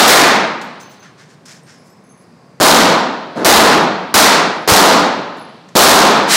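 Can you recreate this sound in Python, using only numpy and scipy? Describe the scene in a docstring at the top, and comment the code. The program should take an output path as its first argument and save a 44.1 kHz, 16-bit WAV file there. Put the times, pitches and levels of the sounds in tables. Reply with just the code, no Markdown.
"""Handgun shots in a concrete indoor range, heard just behind a shooter, over steady ventilation.
Two blasts open; their hall roar overloads the microphone, then dies away, treble first.
From 0.4 s brass casings ping and roll on the floor, and gear clacks.
From 2.6 to 5.8 s six more shots: one thuds dully behind a partition, one at 4.7 s jolts the microphone.
At 6.27 s a harsh, thin rush swells into overload."""
import sys
import numpy as np
from scipy import signal
from scipy.fft import rfft, irfft
from scipy.io import wavfile

SR = 44100
rng = np.random.default_rng(int(sys.argv[2]) if len(sys.argv) > 2 else 0)


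def to_wav(sig):
    """Store sig (one row per channel, or 1-D mono) as 16-bit WAV at the path in sys.argv[1].

    Samples outside -1..1 are clipped; the rate is SR.
    """
    pcm = np.clip(np.atleast_2d(sig), -1, 1) * 32767
    pcm = np.round(pcm).astype(np.int16)
    wavfile.write(sys.argv[1], SR, pcm.T)  # frames by channels


N = 280476

# hall decay: freq_hz, t60_s
HALL_T60 = [(80, 1.1), (170, 1.18), (350, 0.96), (1000, 0.99), (2500, 0.93), (4500, 0.7), (7000, 0.58),
            (10000, 0.44), (16000, .3)]
# ventilation: freq_hz, density_db
AIR_SPECTRUM = [(25, 6.5), (60, 6.5), (135, 9), (200, -1), (330, -9.5), (440, -9), (1090, -15.5),
                (1400, -18.5), (2300, -22.5), (3200, -33.5), (6000, -34), (9000, -40.5), (15000, -58)]
# hollow duct note: centre_hz, width_hz, gain_db
DUCT_PEAKS = [(1080, 65, 6)]
# casings rolling on concrete: start_s, level_db, fade_db_per_s
CASING_ROLLS = [(1.68, -52.5, 58), (2.19, -66.5, 6)]
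# bounces, harder is brighter: start_s, casing_kind, level_db, tilt_db_per_oct
CASING_BOUNCES = [(0.41, "plain", -49, 6), (0.617, "dull", -49, 20), (0.806, "bright", -37, 0),
                  (0.894, "bright", -39, 3), (0.995, "bright", -44, -4), (1.457, "dull", -49, -11),
                  (1.63, "thin", -49, 0), (1.78, "plain", -58, 0), (1.896, "dull", -48, 3),
                  (2.038, "plain", -52, -5), (2.09, "plain", -51, -14), (2.17, "plain", -53, 0),
                  (3.365, "plain", -48, 0), (3.97, "plain", -64, -20), (4.53, "plain", -51, 0),
                  (4.58, "plain", -50, 2), (5.13, "plain", -54, -3), (5.39, "plain", -44.5, 8)]
# brass modes by casing kind: low_hz, mid_hz, high_hz
MODE_HZ = {"bright": (6200, 11100, 15190), "plain": (6330, 10690, 11790), "dull": (5250, 7830, 11850),
           "thin": (8580, 11050, 13650)}
# mode levels by casing kind: low_db, mid_db, high_db
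MODE_DB = {"bright": (0, -18, -10), "plain": (-5.5, 0, -14), "dull": (0, -8, -10), "thin": (0, -12, -14)}
# mode ring times: low_s, mid_s, high_s
MODE_T60_S = (.4, 0.43, 0.19)
# gear and brass clacks, plus two dull thuds of the muffled shot near 3.35-3.39 s:
# start_s, level_db, tilt_db_per_oct, rise_s
CLACKS_AND_THUDS = [(0.613, -37, 4.5, 0.0048), (0.795, -45.5, 5.5, 0.013), (0.901, -54, 7, 0.02),
                    (1.021, -41, -4, 0.022), (1.176, -45, -1, 0.027), (1.284, -50.5, 0.5, 0.022),
                    (1.454, -41.5, 4, 0.0058), (1.467, -41, 2, 0.033), (1.66, -46, 0.5, 0.037),
                    (1.839, -59, 10, 0.03), (2.2, -67, 13, .02), (3.348, -25, -19.5, .01),
                    (3.391, -27, -15, 0.0056), (5.365, -55, 12, 0.011), (5.686, -46.5, 1, 0.0041)]
# clack or thud before its tilt: freq_hz, density_db
BURST_SPECTRUM = [(200, -39), (900, -7), (1600, 9), (2800, -3), (4000, -6.5), (5400, -1), (7000, -4.5),
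                  (10000, -18), (16000, -39)]
# rush: freq_hz, density_db
RUSH_SPECTRUM = [(300, -16), (1100, -7.5), (1900, -0.5), (2700, -7), (4000, -7), (6000, -8), (8500, -11),
                 (12000, -22), (16000, -28)]
# blast shoving the microphone housing: start_s, level_db, push_s
HOUSING_JOLT = (4.7205, -2, 0.0038)
# shots: start_s, level_db, tilt_db_per_oct, build_s, t60_factor, bark_db, pulse_db
GUNSHOTS = [(-0.11, 8, 0.9, 0.032, 1.2, 0, -9), (0.076, 8.5, 1.0, 0.0045, 1.02, 6.5, -12.5),
            (2.601, 11.5, 0.44, 0.067, 1.113, -1.5, -3), (3.354, -10, -5, 0.038, 1.3, 2, -23),
            (3.447, 13, 0, 0.0033, 1.08, 0.5, -5.5), (4.141, 8.5, 1.28, 0.001, 0.97, 2, -10.5),
            (4.676, 11.5, 0.5, 0.036, 1.104, -1, -14), (5.753, 14, 0.6, 0.018, 1.246, -1.5, 9.5)]
# blast as the hall returns it: freq_hz, density_db
ROAR_SPECTRUM = [(30, -9), (80, 4.5), (125, -5.5), (170, -0.5), (270, 0), (420, 0), (750, 0.5), (1200, 0.5),
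                 (2000, -7), (2900, -12), (4200, -9.5), (6500, -12.5), (10000, -21.5), (16000, -30)]
# shooting booth resonances: centre_hz, width_hz, gain_db
BOOTH_PEAKS = [(278, 11, 0.5), (335, 40, 0), (652, 14, 2), (860, 600, 1.5), (1147, 45, -2.5),
               (3576, 27, 2.5)]
# pressure wave near the booth: freq_hz, density_db
BOOM_SPECTRUM = [(30, -8.5), (100, 3), (250, -9.5), (600, -10), (1500, -37), (6000, -72)]
# ringing steel baffles: freq_hz, density_db
BAFFLE_SPECTRUM = [(1200, -31), (2600, -2), (3600, -5), (4300, -5), (5200, -11.5), (7000, -28.5),
                   (12000, -51)]
# microphone port: freq_hz, gain_db
PORT_RESPONSE = [(300, 0), (1200, -1.5), (2500, -1.5), (4100, 2.5), (6500, 0.5), (16000, 4)]


def amp(db):
    """Decibels to gain."""
    return 10 ** (np.asarray(db) / 20)


def unit_rms(x):
    """Scales to rms 1."""
    return x / np.sqrt(np.mean(x ** 2) + 1e-20)


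def curve_at(points, hz):
    """Interpolates (freq_hz, value) points over log frequency."""
    point_hz, value = np.transpose(points)
    return np.interp(np.log(hz + 1), np.log(point_hz + 1), value)


def add(mix, start_s, sound):
    """Mixes a sound in at start_s."""
    at = round(start_s * SR)
    sound = sound[max(-at, 0):]
    part = mix[max(at, 0):][:len(sound)]
    part += sound[:len(part)]


def noise(spectrum, size, tilt_db_per_oct=0, peaks=()):
    """Noise of rms 1 with a spectrum, a tilt above 200 Hz and resonant peaks."""
    hz = np.fft.rfftfreq(size, 1 / SR)
    db = curve_at(spectrum, hz) + tilt_db_per_oct * np.log2(np.maximum(hz, 200))
    for centre_hz, width_hz, gain_db in peaks:
        db = db + gain_db / (1 + (2 * (hz - centre_hz) / width_hz) ** 2)
    return unit_rms(irfft(rfft(rng.standard_normal(size)) * amp(db), size))


def flutter(size, change_s):
    """Random curve of rms 1, time scale change_s."""
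    hz = np.fft.rfftfreq(size, 1 / SR)
    return unit_rms(irfft(rfft(rng.standard_normal(size)) / (1 + (hz * change_s) ** 2), size))


def decay(t, t60_s):
    """Falls 60 dB in t60_s."""
    return np.exp(-np.log(1000) * t / t60_s)


def hall_decay(x, t60_factor=1):
    """Each band fades at the hall's rate, treble first."""
    hz, t, bands = signal.stft(x, SR, nperseg=512)
    fade = decay(t, t60_factor * curve_at(HALL_T60, hz)[:, None])
    return signal.istft(bands * fade, SR, nperseg=512)[1][:len(x)]


def ventilation(level_db=-37):
    """Steady air noise with a hollow duct note."""
    return amp(level_db) * noise(AIR_SPECTRUM, N, peaks=DUCT_PEAKS)


def casing_rolls(pitch_hz=5310, sag_hz_per_s=680, rise_s=0.008, grain_s=0.0027):
    """Grit keeps rolling brass ringing; the fuzzy tone fades and sinks as it slows."""
    envelope, t = np.zeros(N), np.arange(SR) / SR
    for start_s, level_db, fade_db_per_s in CASING_ROLLS:
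        add(envelope, start_s, amp(level_db - fade_db_per_s * t) * (1 - np.exp(-t / rise_s)))
    since_first_s = np.arange(N) / SR - CASING_ROLLS[0][0]
    hz = pitch_hz - sag_hz_per_s * since_first_s
    grit = flutter(N, grain_s) + 1j * flutter(N, grain_s)
    ring = grit * np.exp(2j * np.pi * np.cumsum(hz) / SR)
    return ring.real * envelope


def casing_pings(rise_s=0.0042, shimmer_depth=0.6, shimmer_s=0.01, tumble_hz=28):
    """Brass tubes ring in three modes per bounce; tumbling and echoes make them shimmer."""
    out, t = np.zeros(N), np.arange(SR // 2) / SR
    attack = 1 - np.exp(-t / rise_s)
    for start_s, kind, level_db, tilt_db_per_oct in CASING_BOUNCES:
        spin_hz = tumble_hz * 2 ** (rng.random() - 0.5)
        tumble = (3 + np.cos(2 * np.pi * spin_hz * t)) / 7
        for hz, mode_db, t60_s in zip(MODE_HZ[kind], MODE_DB[kind], MODE_T60_S):
            octaves = np.log2(hz / np.median(MODE_HZ[kind]))
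            gain = amp(level_db + mode_db + tilt_db_per_oct * octaves)
            shimmer = 1 + shimmer_depth * (flutter(len(t), shimmer_s) + 1j * flutter(len(t), shimmer_s))
            ring = (shimmer * np.exp(2j * np.pi * hz * t)).imag * decay(t, t60_s)
            add(out, start_s, gain * tumble * ring * attack)
    return out


def clacks_and_thuds(echo_db=-9, rattle_db=3, rattle_s=0.001):
    """Rattling clacks of gear and brass, and two thuds of the muffled shot; each with a hall echo."""
    out, t = np.zeros(N), np.arange(SR) / SR
    for start_s, level_db, tilt_db_per_oct, rise_s in CLACKS_AND_THUDS:
        burst = noise(BURST_SPECTRUM, SR, tilt_db_per_oct) * t / rise_s * np.exp(1 - t / rise_s)
        rattle = amp(rattle_db * flutter(SR, rattle_s))
        echo = hall_decay(noise(BURST_SPECTRUM, SR, tilt_db_per_oct)) * (1 - np.exp(-t / rise_s))
        add(out, start_s, amp(level_db) * (burst * rattle + amp(echo_db) * echo))
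    return out


def rush(start_s=6.268, full_db=-6, swell_db=39, swell_s=0.023):
    """Bright, hissing roar; climbs fast, then levels off."""
    t = np.arange(N) / SR - start_s
    level_db = full_db - swell_db * np.exp(-np.maximum(t, 0) / swell_s)
    return noise(RUSH_SPECTRUM, N) * (t > 0) * amp(level_db)


def jolt():
    """A blast pushes and pulls the microphone housing once."""
    out, t = np.zeros(N), np.arange(SR // 10) / SR
    start_s, level_db, push_s = HOUSING_JOLT
    add(out, start_s, amp(level_db) * np.sin(np.pi * t / push_s) * np.exp(-(t / (2 * push_s)) ** 2))
    return out


def gunshots():
    """Muzzle pulse and boom, then clumped wall echoes merging into a roar; steel baffles ring on."""
    pulse_s, front_s, blunting_db_per_oct = 0.0004, 0.00036, 1.3
    boom_db, boom_s = -8, 0.06
    bark_hz, bark_width_hz = 2100, 1100
    clump_db, clump_floor_db, clump_s, merge_s = 1.5, 0.1, 0.0044, 0.2
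    far_echo_db, far_echo_s, far_spread_s = 2, 0.26, 0.15
    baffle_db, baffle_t60_s = -37, 2.04
    out, t = np.zeros(N), np.arange(2 * SR) / SR
    for start_s, level_db, tilt_db_per_oct, build_s, t60_factor, bark_db, pulse_db in GUNSHOTS:
        peaks = BOOTH_PEAKS + [(bark_hz, bark_width_hz, bark_db)]
        roar = hall_decay(noise(ROAR_SPECTRUM, len(t), tilt_db_per_oct, peaks), t60_factor)
        far_echo = np.exp(-((t - far_echo_s) / far_spread_s) ** 2)  # from the end of the range
        swell = amp(far_echo_db * (far_echo - 0.5))
        clumps = amp((clump_floor_db + clump_db * np.exp(-t / merge_s)) * flutter(len(t), clump_s))
        pulse = amp(pulse_db) * (1 - t / pulse_s) * np.exp(-t / pulse_s)
        boom = amp(boom_db) * noise(BOOM_SPECTRUM, len(t)) * np.exp(-t / boom_s)
        baffles = amp(baffle_db) * noise(BAFFLE_SPECTRUM, len(t)) * decay(t, baffle_t60_s)
        build = 1 - 0.87 * np.exp(-t / build_s)
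        hall = (roar * swell * clumps + baffles) * build
        # bending round partitions dulls a shot and blunts its front
        rise_s = front_s * 2 ** (-tilt_db_per_oct / blunting_db_per_oct)
        front = 1 - np.exp(-t / rise_s)
        add(out, start_s, amp(level_db) * front * (hall + boom - pulse))
    return out


def scene():
    """Airborne sound at one microphone, on both channels."""
    mono = ventilation() + gunshots() + rush() + clacks_and_thuds() + casing_pings() + casing_rolls()
    return np.array([mono, mono])


def overload(x, ceiling):
    """Hard clip, 2x oversampled."""
    oversampled = signal.resample_poly(x, 2, 1, axis=1)
    return signal.resample_poly(np.clip(oversampled, -ceiling, ceiling), 1, 2, axis=1)


def record(dry, capsule_ceiling=0.71, converter_ceiling=0.69, bass_cut_hz=180, treble_cut_hz=15850):
    """The capsule hits its stops, the bass cut sags the flat tops, the converter clips overshoot."""
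    pinned = overload(dry, capsule_ceiling)
    bass_cut = signal.butter(4, bass_cut_hz, "high", fs=SR, output="sos")
    sagged = signal.sosfilt(bass_cut, pinned)
    port_gain = amp(curve_at(PORT_RESPONSE, np.fft.rfftfreq(N, 1 / SR)))
    coloured = irfft(rfft(sagged) * port_gain, N)
    clipped = overload(coloured + jolt(), converter_ceiling)
    treble_cut = signal.firwin(511, treble_cut_hz, window=("kaiser", 9), fs=SR)
    return signal.oaconvolve(clipped, treble_cut[None], "same")


dry = scene()
out = record(dry)
to_wav(out)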